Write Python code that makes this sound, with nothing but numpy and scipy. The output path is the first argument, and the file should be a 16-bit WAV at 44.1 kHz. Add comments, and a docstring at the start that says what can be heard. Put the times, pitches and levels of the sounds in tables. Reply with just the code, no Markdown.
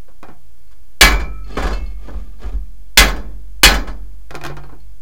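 """Tools tick onto a ribbed liner, then three hammer blows crack on the joint of a steel driveshaft on a pickup's tailgate.
Damped yoke modes ring; decaying noise bands clatter as tube and tailgate; low modes boom as the sprung truck bed.
After the first blow the shaft grinds over grit (wandering noise) and its loose cap clinks (short modes).
More tools are laid down at the end, over dull reflections, hiss and rumble. The close microphone's input clips hard."""
import sys
import numpy as np
from scipy import signal
from scipy.fft import rfft, irfft, next_fast_len
from scipy.io import wavfile

SR = 44100
rng = np.random.default_rng(int(sys.argv[2]) if len(sys.argv) > 2 else 0)


def digitize_waveform(pressure):
    """Quantize a signal to 16-bit integers and store it at the path in sys.argv[1].

    Rows of a 2-D input are taken as channels; values are limited to [-1, 1].
    """
    field = np.atleast_2d(pressure).T
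    bounded = np.clip(field, -1, 1)
    quanta = np.round(bounded * 32767).astype(np.int16)
    wavfile.write(sys.argv[1], SR, quanta)


N = 221029
TIME_S = np.arange(N) / SR
BAND_HZ = 30 * 2 ** (np.arange(19) / 2)  # half-octave centres


def undb(db):
    """Amplitude gain of a level in decibels."""
    return 10 ** (np.asarray(db) / 20)


def decay(t_s, t60_s):
    """Exponential loss of 60 dB in t60_s."""
    return np.exp(-np.log(1000) * t_s / t60_s)


def add(track, t_s, sound):
    """Mix a sound into the track at t_s."""
    start = int(t_s * SR)
    track[start:start + len(sound)] += sound[:N - start]


def per_band(table):
    """Columns of a spectrum table, interpolated over log frequency at the band centres."""
    hz, *columns = np.transpose(table)
    return [np.interp(np.log(BAND_HZ), np.log(hz), column)[:, None] for column in columns]


def noise_bands(colour=None):
    """Overlapping half-octave noise bands, each of rms 1, with a body's fine resonances if given."""
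    size = next_fast_len(N)
    hz = np.maximum(np.arange(size // 2 + 1), 1) * SR / size
    octaves_off = np.log2(hz / BAND_HZ[:, None])
    shape = np.cos(np.pi * np.clip(octaves_off, -0.5, 0.5))
    response = colour(hz) if colour else 1
    white = rfft(rng.standard_normal(size))
    bands = irfft(shape * response * white, size)[:, :N]
    return bands / bands.std(axis=1, keepdims=True)


def burst(bands, t_s, table, tilt_db_per_oct, size):
    """Modes too many to tell apart: noise bands that each die away at their own rate."""
    level_db, t60_s = per_band(table)
    start = int(t_s * SR)
    grain = bands[:, start:start + size]
    gain = undb(level_db + tilt_db_per_oct * np.log2(BAND_HZ[:, None] / 1000))
    return np.sum(grain * gain * decay(TIME_S[:grain.shape[1]], t60_s), axis=0)


def ring(modes, size):
    """Sum of damped sine modes; neighbours start in opposite directions."""
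    t_s = TIME_S[:size]
    total = 0
    for k, (hz, level_db, t60_s) in enumerate(modes):
        total = total + (-1) ** k * undb(level_db) * np.sin(2 * np.pi * hz * t_s) * decay(t_s, t60_s)
    return total


def uneven(modes, spread_db):
    """Each touch lands a little differently and favours other modes."""
    luck = rng.standard_normal(len(modes))
    return [(hz, db + spread_db * dev, t60_s) for (hz, db, t60_s), dev in zip(modes, luck)]


def wobble(count):
    """Random wander, straight lines through count normal points."""
    return np.interp(TIME_S, np.linspace(0, TIME_S[-1], count), rng.standard_normal(count))


def panel_colour(hz, bump_db=4.0, count=500):
    """Clusters among a ribbed panel's countless modes make its response bumpy."""
    bumps = np.interp(hz, np.linspace(0, SR / 2, count), rng.standard_normal(count))
    return undb(bump_db * bumps)


# hammer blows: t/s, ring level/dB, ring time/share of free, contact level/dB,
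# landing level/dB, landing tilt/dB per octave, landing boom level/dB
BLOWS = [(1.0107, -3, 1, -6.5, -23, 1.5, -15.5), (2.974, -4, 0.77, 2.5, -31, 4.5, -27),
         (3.6328, 2, 0.81, 3, -23, 3.5, -19.5)]
# instant of contact, also under tools: f/Hz, level/dB per half octave, t60/s
CONTACT = [(85, -27, 0.025), (503, -6, 0.014), (1400, -1, 0.01), (4530, -6.5, 0.049), (8000, -11.5, 0.069),
           (16000, -18.5, 0.037)]
# tube and tailgate modes under a blow: f/Hz, level/dB per half octave, t60/s
CLATTER = [(90, -30.5, 0.11), (151, -24, 0.72), (209.1, -23.5, 0.72), (402, -20.5, .58), (800, -16.5, 0.41),
           (1620, -7, 0.33), (2830, -3.5, 0.19), (4658, -8.5, 0.28), (6860, -11, 0.16), (11000, -9.5, 0.16),
           (16000, -18.5, 0.3)]
CLATTER_DB, CLATTER_TILT_DB_PER_OCT = -1.52, -0.36


def hammer(chatter_db=3):
    """Each blow cracks, wakes yoke modes by where it lands, shakes tube and tailgate; a firm grip damps the ring."""
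    crash, steel, bands = np.zeros(N), np.zeros(N), noise_bands(steel_colour)
    for spot, (t_s, ring_db, life, contact_db, *_) in enumerate(BLOWS):
        crack = burst(bands, t_s, CONTACT, 0, size=3000)
        clatter = burst(bands, t_s, CLATTER, CLATTER_TILT_DB_PER_OCT, size=40000)
        add(crash, t_s, undb(contact_db) * crack)
        add(crash, t_s, undb(CLATTER_DB) * clatter)
        add(steel, t_s, undb(ring_db) * ring(yoke(spot, life), size=32000))
    # the loose joint chatters and roughens the ring
    return crash + steel * undb(chatter_db * wobble(count=1200))


# yoke modes: f/Hz
YOKE_HZ = [1077, 1303, 1502, 1640, 1700, 1760, 2044, 2281, 2364, 2482, 2630, 2816, 2955, 3037, 3286, 3475,
           3955, 4199, 4300, 4532, 4795, 5110, 5650, 6240, 6804, 6850, 7209, 7526, 8016, 8400, 8770, 11800]
# same modes, in order: free t60/s, level/dB at striking spots 1, 2, 3
YOKE = [(0.25, -22.5, -22, -20), (1, -24, -43.5, -45.5), (0.056, -28, -16, -11.5), (0.039, -11.5, -3, -16),
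        (0.19, -5, -6, -8), (0.19, -6.5, -7, -5.5), (.26, -18, -13, -9), (.35, -3.5, -17, -16.5),
        (0.6, -17, -28, -31), (0.21, -9, -10, -5), (.19, -20, -9, -9), (0.22, -14.5, -11.5, -13.5),
        (0.11, -6.5, -3, -9.5), (.2, -18.5, -18, -8.5), (0.13, -5, -8, -2.5), (0.12, -16.5, -17, -15),
        (.2, -6, -16, -17), (0.18, -13, -9, -0.5), (0.22, -27, -13.5, -13.5), (0.15, -0.5, -6, -5.5),
        (.17, -17.5, -13.5, -12), (.17, -13.5, -12.5, -19), (0.19, -18, -21, -22.5), (0.1, -29, -20, -25.5),
        (.32, -25.5, -28, -29), (0.34, -21.5, -24, -26), (0.2, -18, -19, -10.5), (.13, -30, -17.5, -24),
        (.16, -24, -22, -19), (.18, -24, -18, -20.5), (.19, -26.5, -22.5, -20), (0.13, -27.5, -14, -16.5)]


def yoke(spot, life, split=0.0043, twin_db=-9, twin_life=0.99):
    """Modes heard from one spot; the yoke is not quite round, so each has a weaker twin that beats with it."""
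    modes = [(hz, spots[spot], t60_s * life) for hz, (t60_s, *spots) in zip(YOKE_HZ, YOKE)]
    offsets = split * rng.uniform(-0.034, 1, len(modes))
    twins = [(hz * (1 + offset), db + twin_db, t60_s * twin_life)
             for (hz, db, t60_s), offset in zip(modes, offsets)]
    return modes + twins


def steel_colour(hz, peak_db=7, width=0.0074):
    """Rattling against the panel keeps feeding the yoke, so noise gathers around its modes."""
    peaks = sum(np.exp(-((hz / mode_hz - 1) / width) ** 2) for mode_hz in YOKE_HZ)
    return np.sqrt(panel_colour(hz) * (1 + undb(peak_db) ** 2 * peaks))


def landings(hop_s=0.106):
    """Each blow makes the shaft jump and land hop_s later; rows as in KNOCKS."""
    return [(t_s + hop_s, db, tilt_db, boom_db) for t_s, *_, db, tilt_db, boom_db in BLOWS]


# shaft knocking on the tailgate as it settles or is handled:
# t/s, body level/dB, tilt/dB per octave, boom level/dB
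KNOCKS = [(0.71, -60.5, 6, -42), (1.196, -31, 1, -19.5), (1.569, -21, -0.5, -21), (1.623, -28, 2.5, -16),
          (1.666, -29, 1.5, -34), (1.705, -34, 0.5, -23), (1.73, -45.5, 5.5, -29.5),
          (1.801, -59, -9.5, -21), (2.079, -39, -4.5, -38.5), (2.135, -51, -4, -21.5),
          (2.437, -42, -4, -23), (2.528, -51.5, -5.5, -19), (3.161, -41.5, 3, -26), (3.872, -33, 1, -28)]
# tailgate under a knock: f/Hz, level/dB per half octave, t60/s
TAILGATE = [(85.3, -26, 0.29), (153.5, -15, 0.44), (351, -5.5, 0.23), (705, -5, 0.26), (1409, -2, 0.18),
            (2550, -10, 0.11), (4830, -17.5, 0.247), (8150, -23, 0.12), (16000, -30.5, 0.077)]


def knocks(spread_db=3, give_s=0.003, ring_db=-18, ring_life=0.55):
    """The shaft sinks into the liner, the tailgate answers hollowly, the damped steel rings a little."""
    out, bands = np.zeros(N), noise_bands(steel_colour)
    # mean over the striking spots; lying on the liner shortens the ring
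    steel = [(hz, np.mean(spots), t60_s * ring_life) for hz, (t60_s, *spots) in zip(YOKE_HZ, YOKE)]
    for t_s, body_db, tilt_db, _ in KNOCKS + landings():
        thud = burst(bands, t_s, TAILGATE, tilt_db, size=22000)
        soft_onset = 1 - np.exp(-TIME_S[:len(thud)] / give_s)
        add(out, t_s, undb(body_db) * thud * soft_onset)
        add(out, t_s, undb(body_db + ring_db) * ring(uneven(steel, spread_db), size=11000))
    return out


# truck bed on its springs: f/Hz, level/dB, t60/s
BED = [(45.18, 3, 0.69), (60.6, 0, 0.41), (47.6, -17.5, 5.8), (36, -8.5, 0.76), (140.6, -28.5, 1.4),
       (192, -27.5, 0.29), (213, -24, 1.2)]


def bed(blow_boom_db=-9.5):
    """Every blow and knock pushes the truck bed down; its close modes beat."""
    out, boom = np.zeros(N), -ring(BED, size=80000)
    for t_s, *_ in BLOWS:
        add(out, t_s, undb(blow_boom_db) * boom)
    for t_s, *_, boom_db in KNOCKS + landings():
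        add(out, t_s, undb(boom_db) * boom)
    return out


# grit under the tube: f/Hz, level/dB per half octave
GRIT = [(85, -18), (200, 8), (400, 3.5), (1300, -1), (2500, -3), (5000, -7), (9000, -16.5), (16000, -24)]


def rolling(roll_db=-14, catch_db=3):
    """The rusty tube grinds over grit, catching and slipping."""
    grit = np.sum(noise_bands(panel_colour) * undb(per_band(GRIT)[0]), axis=0)
    strength = sum(push(*row) for row in PUSHES)
    return grit * strength * undb(roll_db + catch_db * wobble(count=800))


# pushes that turn the shaft: slide start t/s, tipping t/s, relative slide level/dB just before tipping,
# relative roll level/dB just after, slowing/dB per s
PUSHES = [(1.442, 1.576, -35, -25, 93.5), (1.98, 2.049, -46.5, -41.5, 60.5), (2.385, 2.411, -42, -37, 131)]
SLIDE_ATTACK_S, SLIDE_DB_PER_S = 0.055, 70  # getting going; growth as the hand presses harder
ROLL_ATTACK_S, ROLL_HOLD_S = 0.0091, 0.027  # taking the full weight; full speed, from tipping


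def push(start_s, tip_s, slide_db, roll_db, slowing_db_per_s):
    """Grinding strength in one push: a growing slide, then the shaft tips, rolls freely and slows."""
    going = np.clip((TIME_S - start_s) / SLIDE_ATTACK_S, 0, 1)
    slide = going * undb(slide_db - SLIDE_DB_PER_S * np.maximum(tip_s - TIME_S, 0))
    roll = undb(roll_db - slowing_db_per_s * np.maximum(TIME_S - tip_s - ROLL_HOLD_S, 0))
    tipped = np.clip((TIME_S - tip_s) / ROLL_ATTACK_S, 0, 1)
    return slide * (1 - tipped) + roll * tipped


def taps(gap_s=0.037, first_db=-23, growth_db=4.5):
    """The cap chatters while the shaft slides, harder under a strong push; rows as in CLINKS."""
    rows = []
    for start_s, tip_s, _, roll_db, _ in PUSHES:
        for k, t_s in enumerate(np.arange(start_s, tip_s, gap_s)):
            rows.append((t_s, roll_db + first_db + k * growth_db))
    return rows


# single clinks of the loose bearing cap: t/s, level/dB
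CLINKS = [(.672, -58), (1.59, -57), (1.729, -28), (1.860, -44), (1.902, -52), (4.636, -53), (4.800, -55)]
# bearing cap and yoke ear modes: f/Hz
CAP_HZ = [2180, 2638, 3047, 3500, 4225, 4310, 4560, 4950, 6750, 7900]
# same modes, in order: level/dB, t60/s
CAP = [(-14, 0.9), (-12, 0.46), (-17, 0.26), (-14.5, 0.1), (-8.5, 0.15), (-5.5, 0.113), (-16, 0.27),
       (-16, 0.16), (-24, 0.26), (-23, 0.1)]


def clinks(spread_db=2):
    """The loose cap taps its yoke as the shaft moves, ringing short steel modes."""
    out = np.zeros(N)
    modes = [(hz, db, t60_s) for hz, (db, t60_s) in zip(CAP_HZ, CAP)]
    for t_s, level_db in CLINKS + taps():
        add(out, t_s, undb(level_db) * ring(uneven(modes, spread_db), size=26000))
    return out


# tools set down on the liner: t/s, level/dB, hardness as tilt/dB per octave
TOOLS = [(0.083, -55, -3), (0.23, -40.5, -1), (.285, -44.5, -2.5), (4.307, -41, 2.5), (4.344, -37.5, -2),
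         (4.352, -45.5, 6), (4.413, -42, 1), (4.438, -35.5, 2.5), (4.45, -45, 6), (4.464, -42, 4),
         (4.499, -39.5, -3), (4.568, -40.5, 1), (4.636, -46.5, -1.5), (4.692, -50, -2.5),
         (4.724, -50.5, -5.5)]
# plastic liner under a tool: f/Hz, level/dB per half octave, t60/s
LINER = [(88.6, -21, 0.23), (241.8, -11, 0.23), (366, -1.5, 0.19), (445, -0.5, 0.1), (650, -6, 0.25),
         (1350, 0.5, 0.16), (2350, -18, 0.25), (5000, -13.5, 0.12), (7950, -34.5, 0.15), (16000, -29, .1)]
# panel modes under the liner: f/Hz, level/dB, t60/s
PANEL = [(50, 3, .5), (143, -4.5, 0.98), (302.3, -6, 0.18), (349, -7.5, 0.38), (672, -3, 0.2),
         (810, -7.5, 0.14), (1170, -4, 0.047), (1250, -7.5, 0.23), (1860, 1, 0.034), (2496, -0.5, 0.036)]
TICK_DB, TICK_DB_PER_HARDNESS = -4.5, 3  # relative to the touch
PANEL_DB, PANEL_DB_PER_HARDNESS = -1, 2.36


def tools(spread_db=2, tick_s=0.0037):
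    """Contact tick, liner clack and panel hum; a harder touch is brighter, with more tick and hum."""
    out, bands = np.zeros(N), noise_bands(panel_colour)
    for t_s, level_db, hardness in TOOLS:
        tick = burst(bands, t_s, CONTACT, min(hardness, 0), size=2500)
        tick *= np.exp(-TIME_S[:len(tick)] / tick_s)  # a light tool leaves contact sooner
        clack = burst(bands, t_s, LINER, hardness, size=18000)
        hum = ring(uneven(PANEL, spread_db), size=26000)
        add(out, t_s, undb(level_db + TICK_DB + TICK_DB_PER_HARDNESS * hardness) * tick)
        add(out, t_s, undb(level_db) * clack)
        add(out, t_s, undb(level_db + PANEL_DB + PANEL_DB_PER_HARDNESS * hardness) * hum)
    return out


def yard(x, wet_db=-27, t60_s=0.7, dull_hz=1300, delay_s=0.012):
    """Faint, dull reflections from the garage wall and fences: a lowpassed, decaying noise tail."""
    t_s = TIME_S[:SR]
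    tail = rng.standard_normal(SR) * decay(t_s, t60_s) * (t_s > delay_s)
    tail /= np.linalg.norm(tail)
    tail = signal.sosfilt(signal.butter(2, dull_hz, fs=SR, output="sos"), tail)
    return undb(wet_db) * signal.fftconvolve(x, tail)[:N]


# background hiss and rumble: f/Hz, level/dB per half octave
FLOOR = [(30, -52), (50, -51.5), (90, -70.5), (250, -73.5), (1000, -75.5), (3000, -74.5), (7000, -72.5),
         (14000, -69.5)]


def background():
    """Microphone hiss over a faint outdoor rumble, as steady noise bands."""
    return np.sum(noise_bands() * undb(per_band(FLOOR)[0]), axis=0)


def scene():
    """All the work on the tailgate, heard from close by."""
    work = hammer() + knocks() + tools() + clinks() + rolling()
    return (work + yard(work) + bed() + background())[None]


def record(dry, offset=0.072, top_hz=15800):
    """The input stage sits off centre and clips hard; a steep lowpass cuts the top."""
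    clipped = np.clip(dry + offset, -1, 1) - offset
    lowpass = signal.ellip(10, 0.2, 90, top_hz, fs=SR, output="sos")
    return signal.sosfilt(lowpass, clipped) + offset


dry = scene()
out = record(dry)
digitize_waveform(out)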